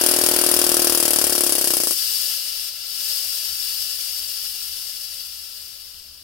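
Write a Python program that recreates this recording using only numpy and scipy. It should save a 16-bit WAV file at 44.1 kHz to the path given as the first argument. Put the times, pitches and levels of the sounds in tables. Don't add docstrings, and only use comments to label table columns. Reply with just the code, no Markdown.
import sys
import numpy as np
from scipy import signal
from scipy.fft import rfft, irfft
from scipy.io import wavfile

SR = 44100
rng = np.random.default_rng(int(sys.argv[2]) if len(sys.argv) > 2 else 0)


def master(y):
    cut = np.clip(np.atleast_2d(y).T, -1, 1)
    pcm = np.round(cut * 32767)
    wavfile.write(sys.argv[1], SR, pcm.astype(np.int16))


N = 274743
T = np.arange(N) / SR
HZ = np.fft.rfftfreq(N, 1 / SR)
STALL_S = 1.93


def gain_of(db):
    return 10 ** (np.asarray(db) / 20)


def evened(x):
    return x / np.sqrt(np.mean(x ** 2) + 1e-20)


def read(points, hz):
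    point_hz, value = np.transpose(points)
    return np.interp(np.log(hz + 1), np.log(point_hz + 1), value)


def shaped(x, db):
    return irfft(rfft(x) * gain_of(db), N)


def sides(db):
    return np.array([db, -db]).reshape(2, -1) / 2


def noise(db, shared):
    left, right, common = rng.standard_normal((3, N))
    shared = np.clip(shared, 0, 1)
    mixed = np.sqrt(1 - shared) * np.array([left, right]) + np.sqrt(shared) * common
    coloured = shaped(mixed, db)
    return coloured / coloured.mean(0).std()


def wander(rate_hz):
    smoothing = 1 / (1 + (HZ / rate_hz) ** 2)
    return evened(irfft(rfft(rng.standard_normal(N)) * smoothing, N))


def causal(points, size=4096):
    hz = abs(np.fft.fftfreq(size, 1 / SR))
    log_gain = np.log(gain_of(read(points, hz)))
    return np.fft.ifft(np.exp(np.conj(signal.hilbert(log_gain)))).real


def reflected(x, wet_db, t60, size=8192):
    t = np.arange(size) / SR
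    present = (rng.random((2, size)) < 1 / 20) * (t > 1 / 1000)
    taps = rng.standard_normal((2, size)) * present
    taps = taps * np.exp(-np.log(1000) * t / t60)
    taps *= gain_of(wet_db) / np.linalg.norm(taps, axis=1, keepdims=True)
    wet = signal.oaconvolve(x, taps, axes=1)[:, :N]
    return (x + wet) / np.sqrt(1 + gain_of(wet_db) ** 2)


# time in seconds, speed in turns per second.
CRANK_SPEED = [(0.0, 39.98), (0.3, 39.94), (0.6, 39.49), (0.9, 38.71), (1.2, 36.96), (1.4, 35.44),
               (1.6, 33.3), (1.8, 30.25), (1.92, 25.38)]


def crank_speed():
    seconds, turns_per_s = np.transpose(CRANK_SPEED)
    return np.interp(T, seconds, turns_per_s)


def slowing_db():
    speed = crank_speed()
    return 20 * np.log10(speed / speed.max())


def crank():
    turns = np.cumsum(crank_speed()[T < STALL_S]) / SR
    return np.interp(np.arange(.5, turns[-1]), turns, T[:len(turns)])


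# frequency in Hz, difference in dB.
MOTOR_LEFT_OVER_RIGHT = [(300, 0.91), (700, 2), (1000, 4.9), (2500, 2.3), (4000, 0.67), (5000, 5.7),
                         (7000, 7), (9800, 12.5), (12000, 7.7), (16000, 1.7)]


def motor_sides():
    return sides(read(MOTOR_LEFT_OVER_RIGHT, HZ))


# centre in Hz, width in Hz, lift in dB.
PASSAGE_RESONANCES = [(341, 47, 12.5), (597, 43, 4.5), (1356, 66, 10.5), (1625, 350, 8.5), (1900, 78, 5.5),
                      (2870, 310, 4.5), (4577, 138, 10), (4800, 156, 6), (5150, 260, 7), (5454, 230, 5),
                      (6400, 80, 1.5), (8370, 140, 3), (12600, 110, 1.5)]


def passages():
    return sum(db * np.exp(-2 * ((HZ - hz) / width) ** 2) for hz, width, db in PASSAGE_RESONANCES)


# frequency in Hz, relative level in dB per Hz.
RUMBLE_COLOUR = [(15, -4.5), (35, 1), (52, -23), (66, 3.5), (77, 5.5), (92, -10), (150, -12), (260, -17.5),
                 (600, -19), (850, -24.5), (1300, -16.5), (2200, -32), (16000, -42)]
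# frequency in Hz, relative level in dB per Hz.
DRAUGHT_COLOUR = [(15, -17), (35, 3), (80, 5), (150, -6), (300, -2), (800, -45)]


def room(rumble_db=-59.0, draught_db=-54, draught_sag=3.5):
    rumble = gain_of(rumble_db) * noise(read(RUMBLE_COLOUR, HZ), shared=0.81)
    blowing = gain_of(draught_sag * slowing_db()) * (T < STALL_S)
    draught = noise(read(DRAUGHT_COLOUR, HZ) + sides(db=14), shared=.1)
    return rumble + gain_of(draught_db) * blowing * draught


EMPTY_S, DRAIN_POWER = 6.816, 1.45


def draining_db():
    spent = np.clip((T - STALL_S) / (EMPTY_S - STALL_S), 0, 1)
    return 20 * np.log10(1 - spent ** DRAIN_POWER + 1e-6)


# start in seconds, closing time in s, holding time in s, reopening time in s, depth in dB.
VALVE_MOVES = [(2.3, 0.12, 0.5, 0.16, 3.0), (2.68, 0.028, 0.078, 0.16, 3.5), (3.17, 0.32, 0.08, 0.17, 1)]


def valve_db():
    return -sum(depth_db * np.interp(T, np.cumsum(stages), [0, 1, 1, 0])
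                for *stages, depth_db in VALVE_MOVES)


# frequency in Hz, relative level in dB per Hz.
LEAK_COLOUR = [(100, -49), (280, -31), (600, -14.5), (850, -18.5), (1100, -16.5), (1500, -19.5),
               (2300, -9.5), (2750, -1.5), (4200, 2), (5200, 1.5), (7000, -9), (8500, -8), (14200, -6),
               (16000, -12)]
# frequency in Hz, difference in dB.
LEAK_LEFT_OVER_RIGHT = [(300, 0), (1000, 4), (2500, 3), (4000, 3.5), (5000, 9.5), (6500, 7), (9500, 12.5),
                        (12000, 7.5), (16000, 12)]
LEAK_DB, LEAK_SAG = -29, 1.296
JET_DB, DRAIN_DULLS, VALVE_DULLS = 3.5, 0.28, 0.57
RUNNING_DB, RUNNING_JET_DB, HANDOVER_S = -8, 5, 0.056


def leak(flutter_db=0.59):
    running = np.interp(T, [STALL_S - HANDOVER_S, STALL_S + HANDOVER_S], [1, 0])
    drained_db, throttled_db = draining_db(), valve_db()
    flow_db = LEAK_DB + LEAK_SAG * drained_db + throttled_db + RUNNING_DB * running
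    brightness_db = JET_DB + DRAIN_DULLS * drained_db + VALVE_DULLS * throttled_db
    brightness_db += RUNNING_JET_DB * running
    side_db = sides(read(LEAK_LEFT_OVER_RIGHT, HZ))
    air = noise(read(LEAK_COLOUR, HZ) + passages() + side_db, shared=0.28)
    air = reflected(air, wet_db=-4.5, t60=.09)
    pipe = irfft(rfft(air) / (1 + (HZ / 6500) ** 8), N)
    jet = air - pipe
    hiss = pipe / pipe.mean(0).std() + gain_of(brightness_db) * jet / jet.mean(0).std()
    return hiss * gain_of(flow_db + flutter_db * wander(22))


# frequency in Hz, relative level in dB per Hz.
BLOW_BY_COLOUR = [(150, -8.5), (500, 7), (1700, 12), (2200, 5), (2800, 12.5), (4000, 8.5), (7000, -2.5),
                  (10000, 12), (16000, -32.5)]


def blow_by(level_db=-31, fall=5):
    speed = crank_speed()
    running = np.interp(T, [1.85, STALL_S], [1, 0])
    air = noise(read(BLOW_BY_COLOUR, HZ) + motor_sides(), shared=0.026)
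    return gain_of(level_db) * running * (speed / speed.max()) ** fall * air


# frequency in Hz, relative level in dB per Hz.
SPIT_COLOUR = [(150, -24), (500, -10), (1400, -11), (2200, -15), (2900, -9), (3900, -12), (5400, -6),
               (6500, -9), (8700, -1), (10300, 0), (13500, -9), (16000, -8)]
# frequency in Hz, relative level in dB per Hz.
PUFF_COLOUR = [(150, -11), (500, -15.5), (1000, -18), (1800, -12), (3000, -3), (4000, -4), (5000, 3),
               (6900, -3.5), (8300, -1), (10800, 3), (13500, 0.5), (16000, -2.5)]
EXHAUST_DB, EXHAUST_SAG = -19.0, 0.78


def exhaust(times):
    spit_db, spit_s, lead_s, uneven_db = 8.8, .0011, .0003, 1.3
    puff_db, puff_s = 3.8, .0107
    stroke = np.maximum(np.searchsorted(times - lead_s, T) - 1, 0)
    age = np.maximum(T - times[stroke] + lead_s, 0)
    chance = rng.standard_normal((len(times), 2))[stroke].T * [[1], [.5]]
    spit_size, puff_size = gain_of(uneven_db * chance)
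    u = age / spit_s
    last_turns = np.interp(T, [1.86, 1.92], [1, .6])
    spit = spit_size * (u * np.exp(1 - u)) ** 3 * last_turns
    speed = crank_speed()
    slowness = speed.max() / speed
    progress = age / (puff_s * slowness ** 2.6)
    puff_shape = (1 - np.exp(-u)) * np.exp(-progress / 2) / (1 + progress ** 10)
    puff = puff_size * puff_shape / slowness
    side_db = motor_sides()
    air = gain_of(spit_db) * spit * noise(read(SPIT_COLOUR, HZ) + side_db, shared=0.1)
    puff_colour_db = read(PUFF_COLOUR, HZ) + .5 * passages() + side_db
    air += gain_of(puff_db) * puff * noise(puff_colour_db, shared=0.043)
    air *= gain_of(EXHAUST_DB + EXHAUST_SAG * slowing_db())
    near = reflected(air, wet_db=-9, t60=.04)
    return reflected(near, wet_db=-7.5, t60=.26)


# frequency in Hz, relative level in dB.
PULSE_SPECTRUM = [(20, -34.8), (75, -6.6), (130, -12.9), (200, -28.5), (280, -4.5), (430, 5.2), (650, -2.1),
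                  (880, -18.5), (1150, -5.9), (1650, -16.0), (2200, -17.5), (4000, -25.8)]
# frequency in Hz, level in dB against the pulse's peak, time to fade by 60 dB in seconds.
RINGING_PARTS = [(289, -27.5, 0.112), (317, -27.0, 0.112), (352, -12.3, 0.119), (496, -23.2, 0.075),
                 (592, -15.5, 0.07), (699, -22.1, 0.088), (746, -36.8, 0.103), (854, -21.0, 0.042),
                 (1040, -26.8, 0.065), (1311, -23.9, 0.05), (1523, -19.6, 0.022)]
THUMP_DB, THUMP_SAG = -28, 2.07


def thumps(times):
    rise_s, low_hz, soft_hz, uneven_db = .0002, 30, 2000, .2
    boom_hz, boom_db = 272, 2
    pulse = causal(PULSE_SPECTRUM)
    t = np.arange(len(pulse)) / SR
    ring = sum(gain_of(db) * np.cos(2 * np.pi * hz * t) * np.exp(-np.log(1000) * t / t60)
               for hz, db, t60 in RINGING_PARTS)
    thump = pulse / pulse.max() + ring * (1 - np.exp(-t / rise_s))
    kicks = np.zeros(N)
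    kicks[np.round(times * SR).astype(int)] = gain_of(uneven_db * rng.standard_normal(len(times)))
    low_cut = HZ ** 2 / (HZ ** 2 + low_hz ** 2)
    rounding = 1 / (1 + (HZ / soft_hz) ** 4)
    train = irfft(rfft(signal.oaconvolve(kicks, thump)[:N]) * low_cut * rounding, N)
    train = shaped(train, boom_db * np.exp(-((HZ - boom_hz) / 25) ** 2))
    train *= gain_of(THUMP_DB + THUMP_SAG * slowing_db()) / train[T < STALL_S].std()
    return reflected(shaped(train, motor_sides()), wet_db=-16, t60=.3)


def scene():
    times = crank()
    return room() + leak() + blow_by() + exhaust(times) + thumps(times)


EDGE_HZ = 15920


def record(dry):
    low_pass = signal.firwin(511, EDGE_HZ, window=("kaiser", 9), fs=SR)
    return signal.oaconvolve(np.clip(dry, -1, 1), low_pass[None], "same")


dry = scene()
out = record(dry)
master(out)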